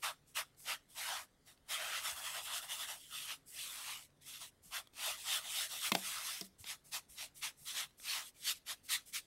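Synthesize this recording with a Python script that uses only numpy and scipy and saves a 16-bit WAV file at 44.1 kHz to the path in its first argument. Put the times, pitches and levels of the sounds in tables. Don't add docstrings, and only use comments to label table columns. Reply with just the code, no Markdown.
import sys
import numpy as np
from scipy import signal
from scipy.fft import rfft, irfft, next_fast_len
from scipy.io import wavfile
from scipy.ndimage import uniform_filter1d

SR = 44100
rng = np.random.default_rng(int(sys.argv[2]) if len(sys.argv) > 2 else 0)


def dump(signal):
    limited = np.clip(np.atleast_2d(signal).T, -1, 1)
    pcm = np.round(limited * 32767).astype(np.int16)
    wavfile.write(sys.argv[1], SR, pcm)


N = 408366

# [fastest moment t/s, speeding up t/s, slowing down t/s, scrape level/dB,
#   wire hiss level/dB re scrape, drumming level/dB re scrape, low edge of drumming f/Hz]; before LAYER_TRIM
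STROKES = [(0.043, 0.032, 0.11, -41.0, -5, -3.5, 794), (0.086, 0.098, 0.08, -53, -3.5, 0.5, 794),
           (0.378, 0.044, 0.081, -39.5, -5.0, -2.5, 850), (0.704, 0.083, 0.092, -41, -7, -6.5, 620),
           (0.999, 0.077, 0.3, -48.5, -1.5, -6, 686), (1.131, 0.218, 0.16, -47, -4.0, -1.5, 680),
           (1.487, 0.054, 0.1, -67, 1.5, -9.5, 595), (1.721, 0.052, 0.1, -42, -3, -5.5, 593),
           (1.847, 0.23, 0.19, -46.5, -4.5, -0.5, 597), (1.965, 0.14, 0.11, -43.0, -7, -8, 535),
           (2.08, 0.11, 0.11, -44.5, 0, -2.5, 604), (2.187, 0.079, 0.084, -53, 2.5, -0.5, 620),
           (2.264, 0.097, 0.15, -48, -1, -6, 604), (2.368, 0.092, 0.109, -46.5, -3.5, -2, 610),
           (2.475, 0.075, 0.17, -48.5, -6, -5.5, 940), (2.565, 0.12, 0.076, -43.5, -3, -7, 616),
           (2.634, 0.041, 0.078, -54.5, 3, -3, 730), (2.725, 0.08, 0.1, -46, -1.5, -8.5, 655),
           (2.818, 0.089, 0.089, -45.5, -2.5, -6, 616), (2.896, 0.049, 0.13, -49.5, 0, -3, 610),
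           (3.165, 0.11, 0.27, -49.0, -2, -9.5, 1160), (3.307, 0.065, 0.09, -46, -5.5, -9.5, 875),
           (3.605, 0.13, 0.25, -51, 1.5, -15.5, 1090), (3.743, 0.159, 0.29, -53.5, 1, -9.5, 830),
           (3.911, 0.23, 0.16, -48.5, -3.5, -9.5, 810), (4.034, 0.167, 0.062, -64.5, 1.5, -25, 970),
           (4.289, 0.072, 0.116, -55.5, 1, -16, 1270), (4.352, 0.076, 0.1, -52.5, -3.5, -20, 1330),
           (4.421, 0.041, 0.084, -52.5, -1.5, -8, 920), (4.763, 0.078, 0.082, -44, -4, -5, 760),
           (5.036, 0.13, 0.27, -47.5, -4.5, -9.0, 610), (5.084, 0.148, 0.11, -42, -4, -5, 590),
           (5.334, 0.15, 0.12, -39.5, -3.0, -9, 805), (5.5, 0.2, 0.2, -51, -1, -10.5, 605),
           (5.62, 0.21, 0.1, -43, -1, -11, 583), (5.735, 0.088, 0.158, -47, -1, -12.5, 540),
           (5.87, 0.12, 0.062, -42, 0, -9.5, 760), (6.079, 0.12, 0.169, -46.5, 1, -10, 1190),
           (6.162, 0.111, 0.141, -47.5, -4, -5.5, 1100), (6.29, 0.18, 0.22, -47.5, 0.0, -11, 1020),
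           (6.37, 0.096, 0.167, -59.5, -3.5, -25, 1250), (6.704, 0.087, 0.085, -47.5, -3.0, -10, 690),
           (6.946, 0.045, 0.078, -44.0, -1, -6.5, 620), (7.201, 0.05, 0.129, -50, -10, -15, 720),
           (7.232, 0.12, 0.062, -54.5, 2.5, -7.5, 736), (7.442, 0.043, 0.096, -41.5, -5.5, -11.5, 960),
           (7.689, 0.056, 0.1, -46.5, -2.5, -17.5, 1100), (7.786, 0.089, 0.11, -41, -5, -11, 940),
           (8.119, 0.14, 0.2, -42.5, -4, -14, 1050), (8.176, 0.13, 0.1, -49.5, -14, -2, 825),
           (8.46, 0.1, 0.17, -55, -0.5, -15.5, 1150), (8.495, 0.085, 0.062, -37.5, -4, -16.5, 1210),
           (8.709, 0.07, 0.059, -44, -3.5, -11.5, 1050), (8.908, 0.04, 0.14, -45, -9, -13.5, 1100),
           (8.938, 0.075, 0.06, -38, -1.5, -14.5, 1100), (9.159, 0.047, 0.067, -41, -3, -19.5, 1180)]
# [peak t/s, rise t/s, fall t/s, hiss level/dB, scrape level/dB re hiss]; before LAYER_TRIM
GRAZES = [(0.012, 0.044, 0.152, -69, -8), (0.29, 0.032, 0.068, -69.5, -15), (0.612, 0.053, 0.132, -60, -18),
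          (0.919, 0.041, 0.149, -65, -11), (1.206, 0.033, 0.062, -58, -10), (2.439, 0.031, 0.076, -52, -7),
          (3.038, 0.24, 0.12, -61, -4), (3.504, 0.053, 0.13, -57, -17), (4.227, 0.022, 0.038, -66, -2),
          (4.471, 0.056, 0.039, -59.5, -7), (4.657, 0.042, 0.14, -62.5, -15), (4.95, 0.027, 0.15, -73.5, 0),
          (5.214, 0.066, 0.06, -54.0, -5), (5.989, 0.13, 0.043, -49.5, -9),
          (6.448, 0.0087, 0.036, -58.5, -8), (6.606, 0.028, 0.069, -59, -15),
          (6.864, 0.029, 0.081, -64, -15), (7.11, 0.029, 0.096, -60, -13), (7.38, 0.042, 0.047, -56.5, -13),
          (7.63, 0.075, 0.16, -60.5, -15), (8.005, 0.037, 0.12, -60.0, -13),
          (8.266, 0.045, 0.053, -56.5, -5), (8.376, 0.046, 0.21, -67.5, -4),
          (8.567, 0.014, 0.03, -63.5, -3), (8.867, 0.042, 0.016, -60.5, -11),
          (9.082, 0.033, 0.056, -58.5, -14)]
SPEED_POWER = (3.64, 3.15, 2.76)
# [scrape level/dB, drumming level/dB, hiss level/dB]
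LAYER_TRIM = (0.5, -0.1, 0.92)
# [scrape level/dB, drumming level/dB, hiss level/dB]; before no trim
REST_LEVEL = (-83.5, -92.5, -84.5)
# [f/Hz, relative level/dB per Hz]
SCRAPE_SHAPE = [(900, -49), (1500, -17), (2000, -1.5), (3000, 0), (4000, 1.5), (5500, -5), (7000, -10.5),
                (10000, -45)]
DRUM_SHAPE = [(150, -43), (450, -20), (650, -3.5), (950, -2), (1300, 1.5), (1550, -4), (2000, -10),
              (3000, -59)]
HISS_SHAPE = [(3500, -26.5), (5500, -6), (6500, -8), (8000, -1), (10000, -2.5), (12000, -6), (14000, -9.5),
              (16000, -12)]
# [t/s, centre f/Hz, height level/dB]
SCRAPE_PEAK = [(0.06, 2660, 8), (0.7, 2740, 9.5), (1.05, 2780, 2), (1.8, 2800, 7), (2.1, 3050, 8),
               (2.3, 2920, 8.5), (2.7, 3100, 10.5), (3.1, 3060, 10), (3.3, 2810, 7), (3.62, 2990, 5.5),
               (3.9, 2720, 5.5), (4.4, 3050, 6), (5.0, 2800, 5), (5.25, 3120, 6), (5.8, 3080, 5.5),
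               (6.3, 2720, 2), (7.0, 2700, 1), (7.8, 3130, 3), (8.1, 2820, 2), (9.0, 3750, 0)]
# [f/Hz, width f/Hz, rise level/dB]
SIEVE_MODES = [(631, 49, 5.5), (1275, 60, 3), (1975, 420, 2), (3490, 390, 2.5), (6300, 130, 4),
               (8400, 230, 1), (9600, 180, 6), (11330, 130, 9), (13300, 100, 8), (15500, 150, 6)]
# [t/s, click level/dB, click centre f/Hz, click decay/cycles, crack level/dB,
#   ring level/dB, hardness/(dB per octave)]; levels scale the raw sounds
KNOCKS = [(5.9186, -11.5, 1080, 1.03, -18, -40, 3.5), (5.922, -16.5, 2530, 2.1, -35, -41.5, 1.5),
          (5.948, -30, 8000, 5.4, -48, -70, 7.5), (5.951, -16, 780, 1.44, -16, -41.5, 3.5),
          (6.4111, -17, 5400, 3.1, -43, -48.5, 1), (6.414, -32, 4760, 7.1, -57, -66, 4.5),
          (6.642, -47, 1070, 1.5, -39.5, -76, 7)]
# [f/Hz, relative level/dB, t60 t/s]
RIM_MODES = [(190.4, 1.5, 0.22), (224, -1, 0.092), (330, -5, 0.088), (395, -1.5, 0.054), (586, -15, 0.13),
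             (688, -4.5, .07), (1010, -12, 0.022), (2110, -3.5, 0.024), (2600, -9, 0.025),
             (3270, -5, 0.028), (3574, 8.5, 0.011), (4170, -11, 0.028), (5070, -11, 0.027)]
# [t/s, relative level/dB, centre f/Hz]
TICKS = [(0.547, -61, 4500), (0.603, -56, 5800), (0.904, -58, 5500), (1.317, -82, 8500),
         (1.576, -59.5, 4520), (4.104, -64, 5000), (4.217, -62, 4000), (4.872, -50, 3270),
         (4.936, -54, 3600), (6.847, -68, 7000), (7.093, -62, 7500), (7.908, -59, 4000), (7.999, -47, 3520)]
# [t/s, envelope peak level/dB, f/Hz]
THUMPS = [(2.12, -61, 75), (4.657, -62, 170), (4.68, -67, 45), (6.6, -56, 99), (7.092, -65, 56.3),
          (7.615, -61, 146)]
# [f/Hz, relative level/dB per Hz]
ROOM_SHAPE = [(12, -47), (20, 2.5), (53, -1.5), (86, 1.5), (130, -2), (446, -7.5), (513, -8), (738, -12),
              (849, -15), (2080, -18), (2600, -36), (9670, -57), (16000, -54)]
# [f/Hz, width f/Hz, rms level/dB]
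HUM = [(143, 3.2, -83), (269, 31, -87)]

TRAIL_DB, TRAIL_T60_S = -17, 0.24
GRAZE_POWER = 1.5
DRUM_LAG_S = 0.004
HALF_PEAK_DB = -71
EDGE_SAG_OCT = 0.26
ROOM_DB, KNOCK_TAIL_DB = -74, -14.5
TOP_HZ = 15760


def brush():
    at, centre_hz, peak_db = np.transpose(SCRAPE_PEAK)
    hz, t, z = signal.stft(flicks(share=.6, spread_db=2), SR, nperseg=512)
    hz = hz[:, None]
    field = uniform_filter1d(rng.standard_normal(z.shape), size=4, axis=0)
    field = uniform_filter1d(field, size=9, axis=1)
    patch_depth_db = 2.0 + 1.86 / (1 + (hz / 2500) ** 2)
    z = z * amp(patch_depth_db * unit(field))

    def octaves(centre):
        return np.log2((hz + 1) / centre)

    def sieve(f):
        return amp(sum(db / (1 + (2 * (f - c) / w) ** 2) for c, w, db in SIEVE_MODES))

    levels = effort()
    firmness = levels[0] / (levels[0] + amp(HALF_PEAK_DB))
    firmness = np.interp(t, np.arange(N) / SR, firmness)
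    off_peak = octaves(np.interp(t, at, centre_hz)) / .27
    peak = firmness * np.interp(t, at, peak_db) * np.exp(-(off_peak ** 2) ** 2)
    scrape = along(SCRAPE_SHAPE, hz) * amp(peak)
    edge = octaves(drum_edge(t))
    slope_db = 15.2 * np.minimum(edge, 0)
    bump_db = 4.7 * np.exp(-((edge - .15) / 0.026) ** 2)
    drum = along(DRUM_SHAPE, hz) * amp(slope_db + bump_db)
    out = np.zeros(N)
    for shape, level in zip((scrape, drum, along(HISS_SHAPE, hz)), levels):
        shape = shape / np.linalg.norm(shape, axis=0)
        steady = signal.istft(z * shape, SR, nperseg=512)[1][:N]
        out += level * unit(filtered(steady, sieve))
    return out


def flicks(share, spread_db):
    chance, size, sign = rng.random(N), rng.standard_normal(N), rng.standard_normal(N)
    return (chance < share) * sign * amp(spread_db * size)


def effort():
    t = np.arange(0, N / SR, .002)
    peak, rise, fall, db, hiss_db, drum_db, _ = np.transpose(STROKES)
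    *touch, graze_db, scrape_db = np.transpose(GRAZES)
    stroke = speed(peak, rise, fall, t)
    graze = speed(*touch, t) ** (2 * GRAZE_POWER)
    grazes = amp(2 * (graze_db + scrape_db)) @ graze, 0, amp(2 * graze_db) @ graze
    keep = amp(-120 * t[1] / TRAIL_T60_S)
    layers = zip((0, drum_db, hiss_db), grazes, (0, DRUM_LAG_S, 0), SPEED_POWER, LAYER_TRIM, REST_LEVEL)
    out = []
    for own_db, light, lag, exponent, trim_db, rest_db in layers:
        power = amp(2 * (db + own_db)) @ stroke ** (2 * exponent)
        trail = signal.lfilter([1 - keep], [1, -keep], power)
        power = power + amp(2 * TRAIL_DB) * trail + light
        level = np.sqrt(amp(2 * trim_db) * power + amp(2 * rest_db))
        out.append(np.interp(np.arange(N) / SR - lag, t, level))
    return out


def speed(peak, rise, fall, t):
    u = t - peak[:, None]
    phase = np.where(u < 0, u / rise[:, None], u / fall[:, None])
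    return np.cos(np.pi / 2 * np.clip(phase, -1, 1)).clip(0)


def drum_edge(t):
    peak, rise, fall, db, _, drum_db, edge_hz = np.transpose(STROKES)[..., None]
    phase = np.clip(np.where(t < peak, (t - peak) / rise, (t - peak) / fall), -1, 1)
    weight = amp(2 * (db + drum_db)) * np.cos(np.pi / 2 * phase) ** (2 * SPEED_POWER[1]) + 1e-12
    sinking_hz = edge_hz * 2 ** (-EDGE_SAG_OCT * phase)
    return np.sum(weight * sinking_hz, axis=0) / np.sum(weight, axis=0)


def knocks():
    out, t = np.zeros(N), np.arange(SR // 4) / SR
    for s, click_db, hz, cycles, crack_db, ring_db, hard_db in KNOCKS:
        ring = np.zeros(len(t))
        for f, db, t60 in RIM_MODES:
            mode_db = db + hard_db * np.log2(f / RIM_MODES[0][0]) + rng.normal(0, 1.6)
            ring += amp(mode_db - 60 * t / t60) * np.sin(2 * np.pi * f * t)
        ring *= 1 - np.exp(-t / 0.0011)
        add(out, s, amp(ring_db) * ring + amp(click_db) * click(hz, cycles, t))
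        add(out, s, amp(crack_db) * crack(t, 0.014))
    return signal.sosfilt(signal.butter(6, 150, "high", fs=SR, output="sos"), out)


def click(hz, cycles, t):
    envelope = np.exp(-t * hz / cycles) * (1 - np.exp(-t / 0.0009))
    return envelope * (np.sin(2 * np.pi * hz * t) + 0.59 * rng.standard_normal(len(t)))


def crack(t, t60):
    noise = signal.lfilter(*signal.butter(4, 5000, fs=SR), rng.standard_normal(len(t)))
    return amp(-60 * t / t60) * noise


def kitchen(x):
    t = np.arange(SR // 4) / SR
    tail = amp(-60 * t / 0.32) * rng.standard_normal(len(t)) * (t > .003)
    return signal.fftconvolve(x, tail / np.linalg.norm(tail))[:N]


def small_sounds():
    out, t = np.zeros(N), np.arange(SR // 10) / SR
    for s, db, hz in TICKS:
        add(out, s, amp(db) * (0.81 * click(hz, 8.9, t) + 1.25 * crack(t, 0.011)))
    for s, db, hz in THUMPS:
        u = t * hz / 0.72
        add(out, s, amp(db) * np.e * u * np.exp(-u) * np.sin(2 * np.pi * hz * t))
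    return out


def room_tone():
    tone = amp(ROOM_DB) * unit(filtered(rng.standard_normal(N), lambda f: along(ROOM_SHAPE, f)))
    for centre, width, db in HUM:
        band = filtered(rng.standard_normal(N), lambda f: 1 / (1 + (2 * (f - centre) / width) ** 2))
        tone += amp(db) * unit(band)
    return tone


def amp(db):
    return 10 ** (np.asarray(db) / 20)


def unit(x):
    return x / np.sqrt(np.mean(x ** 2) + 1e-20)


def along(points, hz):
    f, db = np.transpose(points)
    return amp(np.interp(np.log(hz + 1), np.log(f + 1), db))


def filtered(x, response):
    m = next_fast_len(N + SR // 4)
    return irfft(rfft(x, m) * response(np.fft.rfftfreq(m, 1 / SR)), m)[:N]


def add(track, s, sound):
    part = track[round(s * SR):][:len(sound)]
    part += sound[:len(part)]


def scene():
    blows = knocks()
    mono = brush() + blows + amp(KNOCK_TAIL_DB) * kitchen(blows) + small_sounds() + room_tone()
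    return np.array([mono, mono])


def record(dry):
    return np.array([filtered(x, lambda f: f < TOP_HZ) for x in dry])


dry = scene()
out = record(dry)
dump(out)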